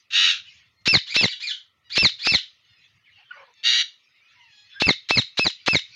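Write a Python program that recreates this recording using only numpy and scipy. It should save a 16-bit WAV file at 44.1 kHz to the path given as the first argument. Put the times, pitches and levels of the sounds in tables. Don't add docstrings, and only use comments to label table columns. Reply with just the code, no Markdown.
import sys
import numpy as np
from scipy import signal
from scipy.fft import rfft, irfft
from scipy.io import wavfile
from scipy.ndimage import uniform_filter1d

SR = 44100
rng = np.random.default_rng(int(sys.argv[2]) if len(sys.argv) > 2 else 0)


def volts(x):
    e = np.asarray(x, float) / 20
    return 10 ** e


def wav_out(sig):
    wavfile.write(sys.argv[1], SR, np.round(np.clip(np.atleast_2d(sig).T, -1, 1) * 32767).astype(np.int16))


N = 262395
T = np.arange(N) / SR

# t/s from the top of the rise, f/Hz, effort level/dB, hiss level/dB,
# flutter (limited to 0-1); each call scales the times and pitches
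NEAR_ARCH = [(-.0235, 1741, -57.5, -53.5, 1), (-.0215, 1766, -40.5, -26, .74), (-.004, 2077, -14, -19, 0.5),
             (.000, 2248, -19.5, -17, 0), (.006, 2647, -19, -28.5, 0.01), (.042, 2605, -17, -46.5, 0.01),
             (.054, 2436, -17.5, -54, .68), (.070, 2140, -12.5, -29.5, 1), (.084, 1920, -13.5, -33.5, .45),
             (.094, 1759, -18, -46, 0.9), (.099, 1742, -37, -42.5, 1.2), (.112, 1460, -31.5, -27.5, .55),
             (.122, 1410, -47.5, -54.5, .45)]
# t/s, level/dB, pitch factor, length factor, second-partial boost on the plateau level/dB
NEAR_CALLS = [(0.878, -0.5, 1.017, 0.98, 3), (1.166, -1, 1.012, 1.042, -0.5), (1.977, -1, 1.016, 1.05, 2),
              (2.272, -2.5, 1.012, 1.02, 2.5), (4.822, -2.5, 1.013, 0.99, -22),
              (5.11, -2.5, 1.001, .99, -11.5), (5.394, -3, .99, .99, -5), (5.683, -2.5, 1.006, .99, -11.5)]
ANSWER_ARCH = [(-.036, 1498, -61, -52, 0.77), (-.030, 1591, -41, -40.5, .4), (-.010, 2082, -33, -43.5, .4),
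               (.003, 2379, -26.5, -42.5, .33), (.034, 2398, -32, -53.5, .47),
               (.044, 2119, -27.5, -42.5, .25), (.066, 1803, -27.5, -48, .25),
               (.100, 1390, -34.5, -49, 0.51), (.108, 1354, -64.5, -59.5, 0.9)]
ANSWER_CALLS = [(1.108, -1, 0.98, 1.26, -8), (1.291, -5.5, 0.97, 0.48, 0), (1.431, 0, 1.015, 0.94, -27),
                (1.93, -3, 1.0, 0.95, 1), (2.236, -1.5, 1.02, 1.46, 6.5)]
SYRINX_PARTIALS = (1.16, 0.5, -11.5, -9.5)
# f/Hz, level/dB
THROAT_RESPONSE = [(1400, -18), (1900, -12), (2600, -2.25), (3000, 0.5), (4000, -2), (5200, -7),
                   (6200, -9.5), (7300, -11), (7900, -25), (8600, -36.5), (9700, -13), (10600, -10)]
# f/Hz, level/dB
BEAK_HISS = [(400, -44.5), (900, -16.5), (1800, -7.5), (3900, 1), (7500, -21.5)]
# t/s, level/dB, width/ms (never below 0.2)
BASS_POPS = [(0.8778, -14, 1.3), (0.9414, -13.5, 0.55), (0.9488, -18, 4), (0.9534, -9, .21),
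             (0.9718, -12.5, 3.4), (1.1656, -16.5, 0.72), (1.2343, -16, 0.37), (1.2441, -13.5, 1.05),
             (1.2573, -14.5, 0.74), (1.9797, -13, 0.72), (2.0293, -13.5, 9.1), (2.0471, -18.5, 2.1),
             (2.054, -11, .21), (2.2724, -9.5, 0.24), (2.3389, -17.5, 0.8), (2.3479, -14.5, .21),
             (4.8214, -8, 0.44), (4.8702, -11.5, 6.3), (4.8836, -15, 1.1), (4.8905, -11, 0.78),
             (4.8956, -7, 0.07), (4.9072, -12.5, 1.1), (5.1091, -4.5, 0.093), (5.175, -14, 1.5),
             (5.183, -10.5, .21), (5.197, -15.5, 2.3), (5.3948, -10, 0.59), (5.4589, -15.5, 0.11),
             (5.4655, -11, 0.16), (5.4689, -16.5, 1.96), (5.6801, -8.5, 0.22), (5.6847, -7.5, 0.41),
             (5.7363, -17.5, 0.19), (5.748, -13, 2.1), (5.7549, -9.5, 0.11)]
PATTER_FROM_S, PATTER_GAP_S, PATTER_DB, PATTER_SPREAD_DB, PATTER_MS = .053, .0105, -19.5, 0.5, 1.5

# t/s, f/Hz, level/dB
SQUAWK_CONTOURS = [
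    [(.103, 950, -61.5), (.107, 950, -38.5), (.122, 933, -36.5), (.134, 900, -23.5), (.16, 943.6, -16),
     (.25, 953.4, -15), (.31, 927.7, -18), (.335, 861, -27), (.385, 854, -42), (.42, 826, -57.5)],
    [(3.631, 907.5, -49.5), (3.64, 911.2, -28), (3.66, 939.7, -17.5), (3.76, 956.6, -17.5),
     (3.812, 977.8, -19), (3.826, 900, -25.5), (3.835, 900, -80.5)],
]
# tremble f/Hz, second voice above each partial (in pitches), second voice level/dB
SQUAWK_VOICES = [(91.45, 0.76, -6.5), (129.9, .37, -14)]
# f/Hz, level/dB
SQUAWK_BEAKS = [
    [(600, -61.5), (1000, -42.5), (1300, -12.5), (1850, -16), (2200, -12), (2600, -5), (3300, -6.5),
     (3850, -4), (4400, -12), (5000, -20), (5700, -19), (6600, -22.5), (7600, -35)],
    [(600, -62), (1100, -38), (1400, -13), (1900, -12), (2280, -3), (2500, -14.5), (2800, -5.5), (3300, -3),
     (3850, -1), (4650, -5.5), (5100, -31.5), (5800, -12), (6600, -20), (7600, -33)],
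]
RASP_DB = 6
RASP_PER_DB = -0.23

# t/s, length t/s, first f/Hz, last f/Hz, level/dB
FAR_CHIRPS = [(0.442, 0.073, 2830, 3030, -53.5), (0.557, 0.16, 2350, 2055, -69.5),
              (1.62, .25, 1330, 1300, -80), (3.051, 0.069, 2606, 1680, -58.5),
              (3.105, 0.11, 2985, 2700, -63), (3.247, 0.059, 3140, 3060, -62.5),
              (3.306, 0.018, 1490, 1500, -40), (3.313, 0.0092, 2490, 2400, -51),
              (4.10, 0.28, 1950, 2850, -68), (4.181, 0.23, 1338, 1380, -76), (4.29, 0.28, 2442, 1643, -65),
              (4.326, 0.2, 1012, 895, -68.5), (4.372, 0.15, 3035, 2460, -62),
              (4.749, 0.059, 1550, 1670, -49.5)]
FAR_CRIES = [(0.734, 0.13, 2120, 2110, -73), (1.83, 0.078, 990, 940, -67), (2.63, 0.17, 744, 689, -66.5),
             (3.526, 0.12, 900, 880, -61), (4.445, 0.28, 837, 837, -61), (4.694, 0.18, 1734, 1720, -56)]
FAR_COOS = [(3.17, .08, 800, 755, -71), (3.348, .11, 586, 524, -53), (3.425, 0.11, 509, 481, -65.5)]
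CHIRP_SPREAD_HZ = 820
CRY_HZ, CRY_SPREAD_HZ = 3400, 1200
COO_HZ, COO_SPREAD_HZ, COO_WAVER = 900, 390, 0.066

# t/s, level/dB
CLAW_TICKS = [(3.54, -61)]
# f/Hz, level/dB
TICK_COLOUR = [(4000, -36), (5200, -1.0), (7000, 10.5), (8000, -30)]
# f/Hz, level/dB
WALL_COLOUR = [(700, -48), (1300, -1), (2500, -3.5), (3400, 0.9), (4300, -0.5), (5500, -0.5), (7500, -2.5),
               (10000, -56)]
# f/Hz, level/dB
YARD_COLOUR = [(1800, -39.5), (2600, -11.5), (3350, -0.8), (4200, -15.5), (5500, -40.5)]
# t/s, level/dB, centre f/Hz
CHATTER = [(0.0, -62, 2930), (0.09, -72.5, 3090), (0.452, -50.5, 2805), (0.55, -52, 3100),
           (0.63, -60.5, 2400), (0.84, -88, 3800), (1.62, -70.5, 3320), (1.758, -93, 2723),
           (1.88, -68, 2000), (2.5, -64, 3050), (2.9, -62.5, 2467), (2.99, -73.5, 2500), (3.2, -54.5, 2540),
           (3.281, -65.5, 1900), (3.33, -47.5, 1600), (3.502, -64.5, 2637), (3.97, -68, 2798),
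           (4.38, -58.5, 2426), (4.59, -62.5, 3600), (4.78, -54, 1800), (5.05, -61.5, 2800),
           (5.95, -53.5, 2870)]
# t/s, level/dB
RUMBLE_COURSE = [(0, -96), (.3, -67.5), (.84, -68), (1.6, -87.5), (1.9, -68.5), (2.5, -81.5), (2.9, -69.5),
                 (3.3, -78), (3.95, -90), (4.45, -75), (4.6, -85.5), (4.8, -74), (5.95, -73.5)]
# f/Hz, level/dB
RUMBLE_COLOUR = [(40, -37), (70, -5.5), (105, -1.5), (170, -11.5), (300, -31)]
# f/Hz, level/dB
FLOOR_COLOUR = [(18, -46.5), (30, -35.5), (110, -14.5), (859, -18), (1340, -10.5), (1600, -32.5),
                (1870, -6.5), (2250, -15), (6500, -22.5), (8000, -43)]
FLOOR_DB = -71

# f/Hz, level/dB
MIC_RESPONSE = [(40, -8), (90, -0.5), (7000, 1), (8000, -8.5), (11000, -20), (13500, -23.5), (15800, -30.5)]
GATE_DB, GATE_DEPTH_DB = -95.5, -13
SELF_NOISE_DB = -86.5


def whistles(template, calls, wobble, jolts):
    out = np.zeros(N)
    s, hz, effort_db, hiss_db, flutter = np.transpose(template)
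    throat_hz, throat_db = np.transpose(THROAT_RESPONSE)
    chops_db = (12, 7, 7, 7)
    for at, db, pitch, length, second_db in calls:
        span = slice(int((at + length * s[0]) * SR), int((at + length * s[-1]) * SR))
        t = (T[span] - at) / length
        size = len(t)
        rough = np.clip(np.interp(t, s, flutter), 0, 1)
        glide = pitch * np.interp(t, s, hz)
        unsteady = 1 + (wobble + 0.0098 * rough) * walk(500, size)
        phase = 2 * np.pi * np.cumsum(glide * unsteady) / SR
        plateau = np.exp(-((t - .022) / 0.014) ** 2)
        effort = np.interp(t, s, effort_db)
        call = volts(np.interp(t, s, hiss_db)) * unit(shape(rng.standard_normal(size), BEAK_HISS))
        for k, (source_db, chop_db) in enumerate(zip(SYRINX_PARTIALS, chops_db)):
            level_db = effort + source_db
            level_db += np.interp(np.log((k + 1) * glide), np.log(throat_hz), throat_db)
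            level_db += chop_db * rough * np.clip(walk(230, size), -3, .5)
            if k == 0:
                level_db += np.minimum(3 * rough, 1) * (14 * jolts[span] - 11)
            if k == 1:
                level_db += second_db * plateau
            call += np.sqrt(2) * volts(level_db) * np.sin((k + 1) * phase)
        upper_level = volts(effort - 26.5 + 7 * np.minimum(walk(200, size), 0))
        call += upper_level * (1 - plateau) ** 2 * (np.sin(5 * phase) + 1.1 * np.sin(6 * phase))
        out[span] += volts(db) * call
    return out


def pops(rows):
    out = np.zeros(N)
    chance = rng.standard_normal((len(rows), 601))
    t_ms = np.arange(-300, 300) / SR * 1000
    for (at, db, width_ms), c in zip(rows, chance):
        push = np.exp(-(1.76 * t_ms / max(width_ms, .2)) ** 2) * np.sign(c[0])
        smooth = uniform_filter1d(uniform_filter1d(c[1:], size=8), size=5)
        crackle = 0.51 * np.exp(-(t_ms / 3.5) ** 2) * smooth
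        middle = int(at * SR)
        out[middle - 300:middle + 300] += volts(db) * (1.3 * push + crackle)
    return signal.sosfilt(signal.butter(2, 110, "high", fs=SR, output="sos"), out)


def patter(count=4):
    c = rng.standard_normal((len(NEAR_CALLS), count, 3))
    steps = np.arange(count) + .25 * c[..., 0]
    at = np.array(NEAR_CALLS)[:, :1] + PATTER_FROM_S + PATTER_GAP_S * steps
    level_db = PATTER_DB + PATTER_SPREAD_DB * c[..., 1]
    width_ms = PATTER_MS * np.exp(0.82 * c[..., 2])
    return list(zip(at.ravel(), level_db.ravel(), width_ms.ravel()))


def squawks():
    out = np.zeros(N)
    for rows, (tremble_hz, offset, second_db), beak in zip(SQUAWK_CONTOURS, SQUAWK_VOICES, SQUAWK_BEAKS):
        s, hz, db = np.transpose(rows)
        span = slice(int(s[0] * SR), int(s[-1] * SR))
        t = T[span]
        level_db = np.interp(t, s, db)
        beat = 2 * np.pi * np.cumsum(tremble_hz * (1 + 0.12 * walk(55, len(t)))) / SR
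        jitter = walk(500, len(t))
        jitter = jitter - uniform_filter1d(jitter, size=600)
        drift = 1 + .02 * np.sin(beat) + .011 * jitter
        phase = 2 * np.pi * np.cumsum(np.interp(t, s, hz) * drift) / SR
        voice = sum(np.sin(k * phase + k * k) * volts(6.5 * np.cos(beat + 1.3 * k)) for k in range(1, 16))
        second = sum(np.sin((k + offset) * phase) * volts(3.2 * np.cos(beat + 4.2 * k)) for k in range(1, 8))
        rasp = 1.5 * rng.standard_normal(len(t)) * volts(4 * np.cos(beat))
        rough_part = volts(second_db) * second + volts(RASP_DB) * rasp
        source = voice + volts(RASP_PER_DB * (level_db - max(db))) * rough_part
        out[span] += volts(level_db) * unit(shape(source, beak))
    return out


def far_notes(rows, spread_hz, strong_hz=None, waver=.024, husk_db=-20):
    out = np.zeros(N)
    for at, length, first_hz, last_hz, db in rows:
        span = slice(int(at * SR), int((at + length) * SR))
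        u = (T[span] - at) / length
        hz = (first_hz + (last_hz - first_hz) * u) * (1 + waver * walk(250, len(u)))
        phase = 2 * np.pi * np.cumsum(hz) / SR
        strong = strong_hz or (first_hz + last_hz) / 2
        note = sum(np.exp(-((k * hz - strong) / spread_hz) ** 2 / 2) * np.sin(k * phase) for k in range(1, 8))
        note = volts(3 * walk(80, len(u))) * unit(note)
        band = [(strong / 3, -30), (strong, 0.1), (strong * 2.3, -12), (strong * 4, -40)]
        note += volts(husk_db) * unit(shape(rng.standard_normal(len(u)), band))
        out[span] += volts(db) * np.sin(np.pi * np.clip(u, 0, 1)) * note
    return out


def tick():
    envelope = sum(volts(db) * np.exp(-((T - at) / 0.0024) ** 2) for at, db in CLAW_TICKS)
    return shape(rng.standard_normal(N) * envelope, TICK_COLOUR)


def room(x, t60, gap_s):
    t = T[:SR // 2]
    tail = rng.standard_normal(len(t)) * np.exp(-np.log(1000) * t / t60) * (t > gap_s)
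    tail = tail / np.sqrt(np.sum(tail ** 2))
    return shape(signal.fftconvolve(x, tail)[:N], WALL_COLOUR)


def aviary():
    s, hiss_db, centre_hz = np.transpose(CHATTER)
    centre = np.interp(T, s, centre_hz)
    hiss = np.zeros(N)
    for hz in 800 * 2 ** np.arange(0, 3.2, 1 / 9):
        band = signal.butter(2, [hz * .97, hz * 1.03], "band", fs=SR, output="sos")
        strand = unit(signal.sosfilt(band, rng.standard_normal(N)))
        fall_db = np.where(hz < centre, 22, 8) * np.log2(hz / centre) ** 2
        hiss += strand * volts(5.5 * walk(26.0) - fall_db)
    return unit(hiss) * volts(np.interp(T, s, hiss_db))


def rumble():
    noise = unit(shape(rng.standard_normal(N), RUMBLE_COLOUR))
    return noise * volts(np.interp(T, *np.transpose(RUMBLE_COURSE)) + 5.3 * walk(42))


def steady_floor():
    return volts(FLOOR_DB) * unit(shape(rng.standard_normal(N), FLOOR_COLOUR))


def shape(x, points):
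    hz, db = np.transpose(points)
    f = np.arange(len(x) // 2 + 1) * SR / len(x) + 1
    return irfft(rfft(x) * volts(np.interp(np.log(f), np.log(hz), db)), len(x))


def unit(x):
    return x / np.sqrt(np.mean(x ** 2))


def walk(rate_hz, size=N):
    k = max(int(SR / rate_hz), 2)
    return unit(uniform_filter1d(uniform_filter1d(rng.standard_normal(size), k), k))


def scene():
    bumps = BASS_POPS + patter()
    jolts = np.minimum(sum(volts(db + 14) * np.exp(-((T - at) / .0016) ** 2) for at, db, _ in bumps), 1)
    near = whistles(NEAR_ARCH, NEAR_CALLS, 0.0018, jolts) + squawks()
    answer = whistles(ANSWER_ARCH, ANSWER_CALLS, .026, np.full(N, .6))
    chirps = far_notes(FAR_CHIRPS, CHIRP_SPREAD_HZ)
    cries = far_notes(FAR_CRIES, CRY_SPREAD_HZ, CRY_HZ, waver=0.004)
    coos = far_notes(FAR_COOS, COO_SPREAD_HZ, COO_HZ, COO_WAVER, husk_db=-2.5)
    far = chirps + cries + coos
    echo = volts(-10.5) * room(near, 0.27, 0.0021)
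    echo += room(volts(-2.5) * answer + volts(-6.5) * far, 0.28, 0.013)
    echo += volts(-16.5) * shape(room(near + volts(3.5) * answer, 0.12, .02), YARD_COLOUR)
    answer_heard = volts(-3) * answer + room(answer, .07, .001)
    birds = near + pops(bumps) + answer_heard + volts(3.0) * far
    return (birds + echo + tick() + aviary() + rumble() + steady_floor())[None]


def suppress(x):
    z = signal.stft(x, nperseg=512, noverlap=384)[2]
    over_time = uniform_filter1d(np.abs(z) ** 2, size=5, axis=1)
    power = uniform_filter1d(over_time, size=2, axis=0) + 1e-18
    gain = np.maximum(1 - volts(GATE_DB) ** 2 / power, volts(GATE_DEPTH_DB))
    return signal.istft(z * gain, nperseg=512, noverlap=384)[1][:N]


def roll_off(x):
    return signal.sosfilt(signal.butter(12, 15870, fs=SR, output="sos"), x)


def record(dry):
    fizz = signal.sosfilt(signal.butter(2, [170, 900], "band", fs=SR, output="sos"), dry ** 2)
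    heard = shape(dry[0] + 0.13 * fizz[0], MIC_RESPONSE)
    mix = suppress(heard)[None] + volts(SELF_NOISE_DB) * rng.standard_normal(N)
    return roll_off(mix)


dry = scene()
out = record(dry)
wav_out(out)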